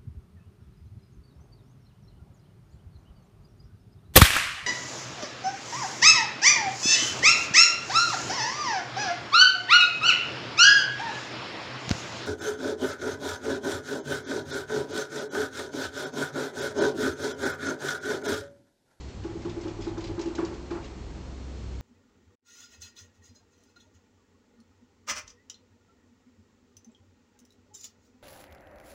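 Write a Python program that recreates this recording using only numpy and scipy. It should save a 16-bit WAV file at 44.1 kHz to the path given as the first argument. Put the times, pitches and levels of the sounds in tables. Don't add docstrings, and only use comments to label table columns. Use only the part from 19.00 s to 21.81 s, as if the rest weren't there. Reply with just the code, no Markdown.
import sys
import numpy as np
from scipy import signal
from scipy.fft import rfft, irfft
from scipy.io import wavfile
from scipy.ndimage import uniform_filter1d

SR = 44100
rng = np.random.default_rng(int(sys.argv[2]) if len(sys.argv) > 2 else 0)


def put_to_file(sound):
    columns = np.atleast_2d(sound).T
    safe = np.clip(columns, -1, 1)
    whole_steps = np.round(safe * 32767)
    wavfile.write(sys.argv[1], SR, whole_steps.astype(np.int16))


def nominal_scale(level):
    x = np.asarray(level, float) / 20
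    return 10 ** x


N = 123921
T = np.arange(N) / SR

# [f/Hz, level/dB, t60/s]
WHEEL = [(167.5, -17.5, 0.22), (256, -13.5, 0.13), (324.74, -0.5, 0.13), (346.9, -4, .2),
         (396.6, -12, 0.22), (422.6, -13.5, 0.14), (547, -21, 0.13), (730, -35, .08), (844, -10, .12),
         (903, -23.5, .12), (1000, -6.5, 0.04), (1200, -28.5, 0.076), (1440, -13.5, .07)]
# [f/Hz, density/dB per Hz]
SLAP = [(300, -35.5), (500, 3.5), (1000, 2.5), (1600, -7), (2500, -12), (4000, -29.5), (8000, -23)]


def unit(x):
    return x / np.sqrt(np.mean(x ** 2))


def curve(rows, col=1):
    rows = np.array(rows)
    return np.interp(T, rows[:, 0], rows[:, col])


def sine(hz):
    return np.sin(2 * np.pi * np.cumsum(hz) / SR)


def coloured(points):
    hz, db = np.array(points, float).T
    log_f = np.log(np.maximum(np.arange(N // 2 + 1) * SR / N, 1))
    below = np.maximum(np.log(hz[0]) - log_f, 0)
    gain = nominal_scale(np.interp(log_f, np.log(hz), db) - 30 * below)
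    return unit(irfft(rfft(rng.standard_normal(N)) * gain, N))


def narrow(hz, width_hz):
    b, a = signal.iirpeak(hz, hz / width_hz, SR)
    once = signal.lfilter(b, a, rng.standard_normal(N))
    return unit(signal.lfilter(b, a, once))


def walk(rate_hz):
    k = int(SR / rate_hz)
    steps = np.repeat(rng.standard_normal(N // k + 1), k)
    return unit(uniform_filter1d(uniform_filter1d(steps, k), k)[:N])


def ring(hz, t60_s, size):
    t = np.arange(size) / SR
    return np.sin(2 * np.pi * hz * t) * 1000. ** (-t / t60_s)


def burst(rise_s, t60_s):
    t = np.arange(SR // 2) / SR
    return (1 - np.exp(-t / rise_s)) * 1000. ** (-t / t60_s)


def add(out, at_s, x):
    i = int(np.clip(at_s * SR, 0, N - 1))
    out[i:i + len(x)] += x[:N - i]


def house():
    # [t/s, f/Hz, level/dB]
    motor = [(0, 66, -41), (.09, 67.3, -39.5), (.125, 67.7, -64), (.16, 66.8, -40), (.3, 66.8, -50),
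             (.75, 69.8, -55), (1.1, 67.9, -52), (1.35, 68.38, -48.5), (1.55, 65.97, -45),
             (2.0, 65.3, -44.5), (2.4, 65.24, -41), (2.81, 62.9, -37)]
    # [t/s, level/dB]
    traffic = [
        (0, -54),
        (.5, -47),
        (1.1, -43.5),
        (1.5, -54.5),
        (2.1, -50),
        (2.5, -52),
        (2.7, -44.5),
        (2.81, -53),
    ]
    line = np.sqrt(2) * sine(curve(motor))
    rough = nominal_scale(-16) * narrow(66, width_hz=5.7)
    hum = nominal_scale(curve(motor, col=2)) * (line + rough)
    rumble = nominal_scale(curve(traffic)) * narrow(45.3, width_hz=7.9)
    sub = nominal_scale(-57) * narrow(25, width_hz=56)
    return hum + rumble + sub


def camera():
    # [f/Hz, density/dB per Hz]
    air = [(80, -6.5), (130, -9), (300, -11), (620, -22), (1500, -30), (3400, -33.5), (6000, -36),
           (9000, -37.5)]
    air_db, flicker_db = -44.5, .3
    whine_hz, whine_db = 4290, -69
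    hiss = nominal_scale(air_db + flicker_db * walk(5.2)) * coloured(air)
    whine = nominal_scale(whine_db) * np.sqrt(2) * np.sin(2 * np.pi * whine_hz * T)
    return hiss + whine


def rolling():
    # [t/s, effort/dB]
    effort = [(0.0, -64), (0.29, -47.5), (0.44, -42.5), (0.94, -39.5), (1.07, -39), (1.35, -41),
              (1.5, -40.5), (2.04, -46), (2.31, -49), (2.54, -59), (2.81, -67)]
    # [t/s, level/dB]
    wobble = [(0.0, -79), (0.22, -41), (0.24, -47), (1.13, -44), (1.22, -62), (1.51, -45.5), (2.13, -55),
              (2.28, -52), (2.32, -54), (2.37, -64), (2.5, -54.5), (2.81, -42.5)]
    # [f/Hz, width/Hz, level/dB]
    floor_modes = [(101.8, 9.6, 0), (165, 10.7, -6.5)]
    roll_db, hiss_db = -4.5, -7.5
    shake = unit(sum(nominal_scale(db / 2) * narrow(hz, 2.2 / t60_s + 8) for hz, db, t60_s in WHEEL[1:7]))
    hiss = nominal_scale(hiss_db) * coloured(SLAP)
    floor = np.zeros(N)
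    for hz, width_hz, db in floor_modes:
        line = sine(hz * (1 + .02 * walk(4.05)))
        floor += nominal_scale(db) * (narrow(hz, width_hz) + line)
    return nominal_scale(curve(effort) + roll_db) * (shake + hiss) + nominal_scale(curve(wobble) - 2) * floor


def scrapes():
    # [t/s, level/dB, f/Hz, dust re level/dB]
    events = [(0.0044, -42, 4290, -6), (0.0857, -40.5, 4290, -18), (0.2358, -39, 2940, -17),
              (0.417, -41.5, 2140, -9), (0.4476, -43, 2470, -13), (0.4947, -36.5, 3470, -16),
              (0.61, -39.5, 2080, -3.5), (0.632, -42, 4400, -12), (0.6788, -36.5, 2990, -11),
              (0.8089, -39.5, 3390, -4.5), (0.82, -35, 5230, -23), (0.8441, -39.5, 5000, -23),
              (0.8787, -41.5, 3950, -10), (0.9782, -39.5, 3660, -4.5), (1.0061, -39, 3070, -8.5),
              (1.0397, -33, 4020, -11.5), (1.0697, -38.5, 2110, -13), (1.1919, -34, 3970, -7.5),
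              (1.2127, -36.5, 5360, 0), (1.2577, -38.5, 2800, -9), (1.2837, -43.5, 2710, -21),
              (1.3507, -33, 3990, -7), (1.3853, -38, 2150, -26), (1.4487, -33.5, 4520, -6.5),
              (1.5395, -41, 3282, -24), (1.707, -35, 2390, -31), (1.7454, -48, 2278, -20),
              (1.827, -41, 2330, -17), (1.8424, -38.5, 2760, -25)]
    # [f/Hz, density/dB per Hz]
    rustle = [(1200, -28.5), (2000, -5), (3500, -5), (5000, -7), (8500, -18)]
    # [f/Hz, density/dB per Hz]
    fine_dust = [(3500, -11), (5000, 2.5), (7000, 2.5), (9000, -14)]
    count, swarm_s = 45, 0.027
    scrape_db, tick_db, size_db = -34, 22.5, 2.5
    grain_t60_s, grain_spread = .012, .4
    squeak_share, squeak_spread, squeak_t60_s, squeak_db = .16, .03, .03, 3
    rustle_db, dust_db = -11.5, -4.5

    grains, wash, dust = np.zeros((3, N))
    for at_s, db, hz, event_dust_db in events:
        grain_db = db + scrape_db
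        add(grains, at_s, nominal_scale(grain_db + tick_db) * ring(hz, grain_t60_s * 4, size=1500))
        delays, sizes = rng.exponential(size=(2, count))
        detunes = rng.standard_normal(count)
        for k, (delay, big, detune) in enumerate(zip(delays, sizes, detunes)):
            if k < squeak_share * count:
                pitch_hz = hz * np.exp(squeak_spread * detune)
                t60_s, extra_db = squeak_t60_s, squeak_db
            else:
                pitch_hz = hz * 1.2 * np.exp(grain_spread * detune)
                t60_s, extra_db = grain_t60_s, 0
            grain = ring(np.clip(pitch_hz, 800, 8800), t60_s, size=1500)
            add(grains, at_s + delay * swarm_s, nominal_scale(grain_db + extra_db + size_db * big) * grain)
        add(wash, at_s, nominal_scale(db + rustle_db) * burst(0.0012, t60_s=0.15))
        add(dust, at_s, nominal_scale(db + event_dust_db + dust_db) * burst(0.00078, t60_s=0.063))
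    return grains + wash * coloured(rustle) + dust * coloured(fine_dust)


def bend():
    from_hz, to_hz, glide_s = 1900, 778, 0.014
    t = T[:SR // 8]
    hz = to_hz + (from_hz - to_hz) * np.exp(-t / glide_s)
    return sine(hz) * burst(0.0071, t60_s=.12)[:len(t)]


def footfalls():
    # [t/s, level/dB, slap re ring/dB]
    steps = [(.097, -44, -4), (.25, -21.5, -12.5), (.299, -33, -9), (.354, -25.5, -35),
             (0.397, -33.5, -28.5), (.454, -21.5, -11.5), (.471, -24, -19.5), (0.571, -25, -16.5),
             (.609, -30, -17), (.655, -22.5, -14.5), (.671, -22.5, -14), (0.709, -36.5, -24.5),
             (.79, -25.5, -20), (.871, -20.5, -13.5), (0.92, -37, -16), (0.978, -21.5, -11),
             (1.098, -23, -18.5), (1.181, -22, -11.5), (1.196, -23.5, -13), (1.26, -22.5, -23),
             (1.275, -27, -34), (1.309, -35.5, -3.5), (1.388, -17, -5.5), (1.428, -19, -22),
             (1.464, -32, -8), (1.514, -28, -8), (1.713, -19, -10), (1.727, -29.5, -11), (1.757, -24.5, -8),
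             (2.47, -41, -15)]
    lead_s, paw_s, paw_roll_s = 0.009066, 0.0014, 0.0078
    scatter_db, jitter = 1., .003
    slap_level_db, bend_db = -10, -7
    size = SR // 3
    paw = np.hanning(int(paw_s * SR))
    paw /= paw.sum()
    onset = 1 - np.exp(-T[:size] / paw_roll_s)

    rings, slap = np.zeros((2, N))
    for at_s, db, slap_db in steps:
        start_s = at_s - lead_s
        body = np.zeros(size)
        for k, (hz, mode_db, t60_s) in enumerate(WHEEL):
            loud, tune = rng.standard_normal(2)
            mode = ring(hz * (1 + jitter * tune), t60_s, size)
            body += (-1) ** k * nominal_scale(mode_db + scatter_db * loud) * mode
        add(rings, start_s, nominal_scale(db) * np.convolve(body * onset, paw))
        add(rings, start_s, nominal_scale(db + slap_db + bend_db) * bend())
        add(slap, start_s, nominal_scale(db + slap_db + slap_level_db) * burst(0.016, t60_s=0.26))
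    return rings + slap * coloured(SLAP)


def room(x):
    b, a = signal.butter(1, 500, "high", fs=SR)
    tail = signal.lfilter(b, a, rng.standard_normal(SR // 2)) * burst(0.004, t60_s=.4)
    tail /= np.sqrt(np.sum(tail ** 2))
    return x + nominal_scale(-7) * signal.fftconvolve(x, tail)[:N]


def scene():
    background = house() + camera()
    wheel = rolling()
    mouse = room(scrapes() + footfalls())
    return (mouse + wheel + background)[None]


def roll_off(x):
    return signal.sosfilt(signal.butter(12, 8920, fs=SR, output="sos"), x)


def record(dry):
    rolloff = signal.butter(9, 7550, fs=SR, output="sos")
    stop = signal.cheby2(12, 50, 9420, fs=SR, output="sos")
    x = signal.sosfilt(rolloff, dry)
    x = signal.sosfilt(stop, x)
    return roll_off(x)


dry = scene()
out = record(dry)
put_to_file(out)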